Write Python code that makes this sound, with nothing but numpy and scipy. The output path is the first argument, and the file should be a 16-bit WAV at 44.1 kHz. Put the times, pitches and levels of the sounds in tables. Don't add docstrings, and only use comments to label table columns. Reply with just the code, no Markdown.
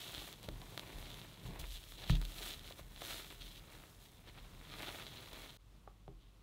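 import sys
import numpy as np
from scipy import signal
from scipy.fft import rfft, irfft
from scipy.io import wavfile
from scipy.ndimage import uniform_filter1d

SR = 44100
rng = np.random.default_rng(int(sys.argv[2]) if len(sys.argv) > 2 else 0)


def generate_wav(signal):
    frames = np.transpose(np.atleast_2d(signal))
    scaled = np.clip(frames, -1, 1) * 32767
    pcm = np.round(scaled).astype(np.int16)
    wavfile.write(sys.argv[1], SR, pcm)


N = 283122
T_S = np.arange(N) / SR
CUT_S, FADE_IN_S = 5.572, 0.025
BEFORE_CUT = T_S < CUT_S

# frequency in Hz, relative density in dB per Hz.
KITCHEN_SPECTRUM = [(60, -22.5), (110, -7), (140, -11), (240, -17.5), (850, -28), (1100, -25), (1600, -32),
                    (3600, -32), (5300, -37), (16000, -43.5)]
KITCHEN_LEVEL_DB = (-63, -69.5)
# frequency in Hz, RMS level in dB before the cut, the same after.
MOTOR_HUM = [(48.2, -70.5, -61.5), (99.4, -90.5, -73)]

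# time in seconds, table level in dB, sheet level in dB.
HAND_PRESSURE = [
    [(0.015, -62, -66), (0.165, -55, -58), (0.324, -68, -66), (0.519, -56.5, -60), (0.74, -69, -61.5),
     (0.998, -59, -58), (1.297, -67, -65.5), (1.502, -63, -52.5), (1.701, -51, -72), (1.906, -59, -68),
     (2.045, -53, -57), (2.325, -50.5, -62), (2.8, -62, -64), (3.462, -57.5, -63), (3.986, -64, -69.5),
     (4.5, -55.5, -64.5), (4.759, -62.5, -59.5), (5.547, -59, -68)],
    [(5.612, -63, -84), (6.101, -68, -66), (6.405, -75, -82)],
]
# start in seconds, blow level in dB before the mode gains,
# table share in dB before its gain, contact in ms.
SHEET_KNOCKS = [(0.483, -42, -9, 3.8), (0.944, -49.5, 0.5, 13), (0.983, -48, 1, 11.2),
                (1.449, -35, -20, 6.9), (1.484, -42, -11, 2.9), (1.595, -46, -0.5, 4.8),
                (1.641, -60, 0, 4.8), (2.0994, -20, -12.5, 4), (2.809, -52.5, -3, 4.8),
                (6.083, -46.5, -13.5, 3.7)]
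# nominal frequency in Hz, level in dB, t60 in seconds when knocked.
TABLE_MODES = [(40.36, 5, 0.65), (51.4, -19, 0.31), (65.1, 4, 0.19)]
# nominal frequency in Hz, level in dB, t60 in seconds when knocked.
SHEET_MODES = [(130, 0, 0.19), (162.2, -3, 0.27), (286, -16, 0.45), (385.6, -14.5, 0.34)]

# time in seconds, nominal level in dB, pitch scale, brightness in dB per octave.
SCRAPER_TAPS = [(.2185, -45.5, 1.15, 7), (.4853, -39, 0.82, -10.5), (1.4605, -46.5, 1, 4),
                (2.0980, -43.5, 1.8, 19), (2.4080, -47.5, 1.08, -15), (2.7083, -44, 0.94, -2),
                (2.7935, -45.5, 0.96, 0.5), (3.0188, -37, 0.98, -5), (5.3312, -48.5, 0.95, 4),
                (5.8757, -43, 1.13, 7), (6.0792, -44, 1.04, -10.5)]
# frequency in Hz before the pitch scale, level in dB before tilt, t60 in seconds.
SCRAPER_MODES = [(312.6, -18, 0.41), (387, -3, 0.094), (505, -2, 0.046), (600, 4.5, 0.027),
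                 (706, 12.5, 0.022), (1003, 2, 0.034), (1047, -3, 0.029), (2300, -16, .012),
                 (3400, -20, .01)]

# time in seconds,
# pulse level in dB before the colour gains, fizz relative to it in dB, low body relative to it in dB.
SINGLE_POPS = [(0.142, -38, -12, -8), (0.1483, -35, -12, -11), (0.1805, -34.5, -15, -8.5),
               (0.3277, -40, 1, -21), (0.4305, -47.5, 6.5, -12), (0.4885, -34.5, -8, -5),
               (0.617, -41.5, -13, -9), (0.777, -29, -8, -5.5), (0.7953, -30, -10, -12.5),
               (0.986, -45, 1, -4), (1.027, -42.5, -12.0, -3), (1.103, -44, -2, -20),
               (1.1156, -39.5, -11, -23), (1.143, -39.5, -7, -11), (1.2157, -40, -23, -8),
               (1.8395, -43, -3, -23), (1.9215, -40.5, -11, -5.5), (2.0975, -33, -24, 4.5),
               (2.154, -35, -5, -13), (2.2154, -37.5, -1, -5), (2.2253, -45, -10.0, 1.5),
               (2.252, -35.5, -2, -26), (2.594, -42, -6, -20), (2.677, -39.5, -19, -22),
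               (2.7239, -39, -18.0, -23), (2.9618, -41, -20, -15.0), (3.0192, -37.5, -3, -3),
               (3.3037, -40, -9.0, -24), (4.5499, -51.5, -13.0, -1), (4.613, -53, -16.0, 6),
               (4.7388, -38, -14, -5), (4.823, -38, -1, -15), (5.067, -36, -23, -12.0),
               (5.26, -43, -15.0, -12), (5.332, -43, 2, -11), (6.0796, -56, -25.0, -24)]
# frequency in Hz, relative level in dB.
CRACKLE_SPECTRUM = [(1200, -18), (2200, -7.5), (2800, -1.5), (3400, 2.5), (4100, 0), (4900, -13),
                    (6500, -15), (9000, -45.5)]
FIZZ_SPECTRUM = [(3000, -36), (5000, -4.5), (6500, -4), (9000, -4), (13000, -4.5), (16000, -6)]
SQUELCH_SPECTRUM = [(150, -10), (300, 3.5), (500, -1), (750, 0), (1100, 0.5), (1600, -14), (3000, -27.5)]
SMEAR_SPECTRUM = [(600, -31.5), (1200, 8), (1600, 0.5), (2200, 2), (3000, -1.5), (5000, -43.5)]
# time of full level in seconds, rise in seconds per 20 dB,
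# hold in seconds, fall in seconds per 20 dB, then crackle, fizz, squelch and smear gains in dB.
BLADE_STROKES = [(0.0, .1, 0.28, 0.15, -52.5, -58.5, -58.5, -58.5),
                 (0.8, 0.94, 0.2, 0.64, -63, -67, -60, -63.5),
                 (1.13, 0.52, 0.095, 0.56, -59.5, -68, -62.5, -63),
                 (1.55, 0.15, .02, .12, -63.5, -83, -51.5, -56.5),
                 (1.73, 0.22, 0.007, 0.2, -55, -59, -75, -76),
                 (1.91, 0.25, .01, .2, -60.5, -62.5, -76, -67),
                 (1.985, 0.046, 0.091, .1, -55.5, -66.5, -59.5, -64),
                 (2.11, 0.064, 0.06, 0.014, -51.5, -71, -59.5, -62),
                 (2.46, .37, 0.038, 0.12, -48, -52.5, -55, -53), (2.66, .12, .02, 0.24, -59, -63, -64, -62),
                 (3.08, 0.15, 0.024, 0.34, -48.5, -52, -53.5, -51.5),
                 (3.437, 0.087, .15, .03, -58, -66.5, -72, -72.5),
                 (3.727, 0.15, .02, 0.14, -64, -68, -59.5, -58.5),
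                 (3.87, 0.42, 0.044, 0.18, -75, -71, -82, -83),
                 (4.02, 0.081, 0.045, .07, -67.5, -67.5, -74, -74),
                 (4.82, 0.27, 0.064, 0.54, -52.5, -60, -52.5, -52),
                 (5.1, 0.28, 0.17, 0.41, -59, -70, -62.5, -64),
                 (5.38, 0.33, 0.061, 0.46, -60.5, -65.5, -61, -60.5),
                 (6.24, .13, .01, 0.26, -75, -99, -99, -99)]
# time of full level in seconds,
# rise in seconds per 20 dB, then crackle, fizz, squelch and smear gains in dB.
BLADE_TOUCHES = [(0.445, 0.037, -57.5, -66, -54, -64), (0.619, 0.038, -64.5, -76, -55.5, -65),
                 (1.47, 0.07, -63, -63.5, -66, -67), (1.594, .004, -52, -52.5, -68, -70),
                 (1.638, .02, -59, -70, -55.5, -55), (2.03, 0.033, -59, -74, -55, -53.5),
                 (2.099, 0.032, -43, -53.5, -55, -54), (2.789, 0.044, -58.5, -60.5, -58.5, -57.5),
                 (3.41, .012, -51, -64, -71, -64), (4.285, 0.047, -58, -83, -58, -57),
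                 (4.378, 0.035, -57, -84, -57.5, -55.5), (4.448, 0.025, -61.5, -81, -61.5, -60.5),
                 (4.729, 0.054, -55, -86, -66, -56)]
# crackle, fizz, squelch and smear gains in dB.
REST_GAIN_DB = (-72.5, -74, -71.5, -73)

REST_AFTER_CUT_DB = -85
TOUCH_HOLD_S, TOUCH_FALL_S = 0.0021, 0.05
LOUDEST_BURST_DB = 16
POP_CRACKLE_DB, POP_FIZZ_DB, POP_SQUELCH_DB, POP_SMEAR_DB = 10.5, 7, 12, 13.5
MODE_SPREAD_S = 0.0004
TAP_MS, BLADE_HZ = 0.36, 271
RUMBLE_DB, RUMBLE_T60_S = -9, 0.3
ROOM_DB, ROOM_T60_S = -16.5, 0.027
BASS_HZ, TOP_HZ = 30.7, 15720


def undb(db):
    return 10 ** (np.asarray(db) / 20)


def unit(x):
    return x / np.sqrt(np.mean(x ** 2))


def columns(scenes):
    rows = np.concatenate([np.array(s, float) for s in scenes])
    return [np.interp(T_S, rows[:, 0], column) for column in rows.T[1:]]


def colour(x, points, size=4096):
    hz, db = np.transpose(points)
    bin_hz = np.arange(size // 2 + 1) * SR / size
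    gain_db = np.interp(np.log(bin_hz + 1), np.log(hz), db)
    cepstrum = irfft(gain_db * np.log(10) / 20)
    cepstrum[1:size // 2] *= 2
    cepstrum[size // 2 + 1:] = 0
    h = irfft(np.exp(rfft(cepstrum)))[:size // 2]
    return signal.fftconvolve(x, h / np.sqrt(np.sum(h ** 2)))[:N]


def ring(x, modes, scale=0.99, tilt_db=0.):
    hz, db, t60_s = np.transpose(modes)
    onset_s = np.linspace(0, MODE_SPREAD_S, len(modes))[::-1]
    late_s = (np.arange(SR) / SR)[:, None] - onset_s
    gain = undb(db + tilt_db * np.log2(hz / 700))
    h = gain * np.sin(2 * np.pi * hz * scale * late_s) * 1000. ** (-late_s / t60_s)
    return signal.fftconvolve(x, (h * (late_s > 0)).sum(axis=1))[:N]


def walk(rate_hz):
    hold = int(SR / rate_hz)
    steps = np.repeat(rng.standard_normal(N // hold + 1), hold)
    return unit(uniform_filter1d(steps, hold)[:N])


def at(times_s, sizes):
    return np.bincount((np.asarray(times_s) * SR).astype(int), sizes, N)[:N]


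def contact(x, ms):
    push = np.hanning(max(int(ms * SR / 1000), 3))
    return signal.fftconvolve(x, push / push.sum())[:N]


def echo(x, t60_s):
    t = np.arange(SR // 2) / SR
    tail = rng.standard_normal(len(t)) * 1000. ** (-t / t60_s) * (t > 0.0015)
    return signal.fftconvolve(x, tail / np.sqrt(np.sum(tail ** 2)))[:N]


def kitchen():
    tone = unit(colour(rng.standard_normal(N), KITCHEN_SPECTRUM))
    out = tone * undb(np.where(BEFORE_CUT, *KITCHEN_LEVEL_DB) + 2.0 * walk(4.8))
    for hz, before_db, after_db in MOTOR_HUM:
        level_db = np.where(BEFORE_CUT, before_db, after_db) + 1.0 * walk(3.4)
        sine = np.sin(2 * np.pi * (hz * T_S + rng.random()))
        out += undb(level_db) * np.sqrt(2) * sine
    return out


def shaking(modes, t60_scale):
    shortened = [(hz, db, t60_scale * t60_s) for hz, db, t60_s in modes]
    return unit(ring(rng.standard_normal(N), shortened))


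def sheet():
    table_db, sheet_db = columns(HAND_PRESSURE)
    out = undb(table_db) * shaking(TABLE_MODES, 0.61)
    out += undb(sheet_db) * shaking(SHEET_MODES, 0.14)
    for s, db, share_db, ms in SHEET_KNOCKS:
        blow = contact(at([s], [undb(db)]), ms)
        out += undb(-2.5) * ring(blow, SHEET_MODES)
        out += undb(share_db + 3.0) * ring(blow, TABLE_MODES)
    return out


def scraper():
    taps = np.zeros(N)
    for s, db, scale, tilt_db in SCRAPER_TAPS:
        taps += ring(at([s], [-undb(db - 12.0)]), SCRAPER_MODES, scale, tilt_db)
    taps = contact(taps, TAP_MS)
    taps = signal.sosfilt(signal.butter(2, BLADE_HZ, "high", fs=SR, output="sos"), taps)
    return taps + undb(RUMBLE_DB) * echo(taps, RUMBLE_T60_S)


def pops():
    s, db, fizz_db, body_db = np.transpose(SINGLE_POPS)
    body = at(s, undb(db + body_db))
    out = undb(POP_CRACKLE_DB) * colour(at(s, undb(db)), CRACKLE_SPECTRUM)
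    out += undb(POP_FIZZ_DB) * colour(at(s, undb(db + fizz_db)), FIZZ_SPECTRUM)
    out += undb(POP_SQUELCH_DB) * colour(body, SQUELCH_SPECTRUM)
    out += undb(POP_SMEAR_DB) * colour(body, SMEAR_SPECTRUM)
    return out


def bursts(per_s, spread_db, patchy_db, hiss):
    patch = undb(patchy_db * walk(45))
    size_db = np.minimum(spread_db * rng.exponential(size=N), LOUDEST_BURST_DB)
    pulses = (rng.random(N) < per_s / SR) * undb(size_db)
    return unit(patch * (unit(pulses - pulses.mean()) + hiss * rng.standard_normal(N)))


def shear():
    rows = list(BLADE_STROKES)
    rows += [(s, rise_s, TOUCH_HOLD_S, TOUCH_FALL_S, *db) for s, rise_s, *db in BLADE_TOUCHES]
    rest_db = np.where(BEFORE_CUT, np.array(REST_GAIN_DB)[:, None], REST_AFTER_CUT_DB)
    power = undb(rest_db) ** 2
    for s, rise_s, hold_s, fall_s, *db in rows:
        slope = np.maximum((s - T_S) / rise_s, (T_S - s - hold_s) / fall_s)
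        shape_db = -20 * np.maximum(slope, 0)
        same_scene = BEFORE_CUT == (s < CUT_S)
        power += (undb(db) ** 2)[:, None] * (undb(shape_db) ** 2 * same_scene)
    return np.sqrt(power)


def batter():
    crackle, fizz, squelch, smear = shear()
    shared = bursts(per_s=1200, spread_db=4.5, patchy_db=1.5, hiss=0.59)
    small = bursts(per_s=5000, spread_db=4.0, patchy_db=0.97, hiss=0.47)
    large = bursts(per_s=400, spread_db=4.5, patchy_db=2.5, hiss=0.68)
    fine = (0.4 * shared + 1.074 * small) * BEFORE_CUT
    wet = (0.44 * shared + 0.75 * large) * BEFORE_CUT
    out = colour(crackle * shared, CRACKLE_SPECTRUM)
    out += colour(fizz * fine, FIZZ_SPECTRUM)
    out += colour(squelch * wet, SQUELCH_SPECTRUM)
    out += colour(smear * wet, SMEAR_SPECTRUM)
    return out


def scene():
    near = batter() + pops()
    reflections = undb(ROOM_DB) * echo(near, ROOM_T60_S)
    return (kitchen() + sheet() + scraper() + near + reflections)[None]


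def record(dry):
    fade_in = np.clip((T_S - CUT_S) / FADE_IN_S, 0, 1)
    joined = dry * np.where(BEFORE_CUT, 1, fade_in)
    thin = signal.sosfilt(signal.butter(4, BASS_HZ, "high", fs=SR, output="sos"), joined)
    return signal.sosfilt(signal.ellip(10, 0.2, 60, TOP_HZ, fs=SR, output="sos"), thin)


dry = scene()
out = record(dry)
generate_wav(out)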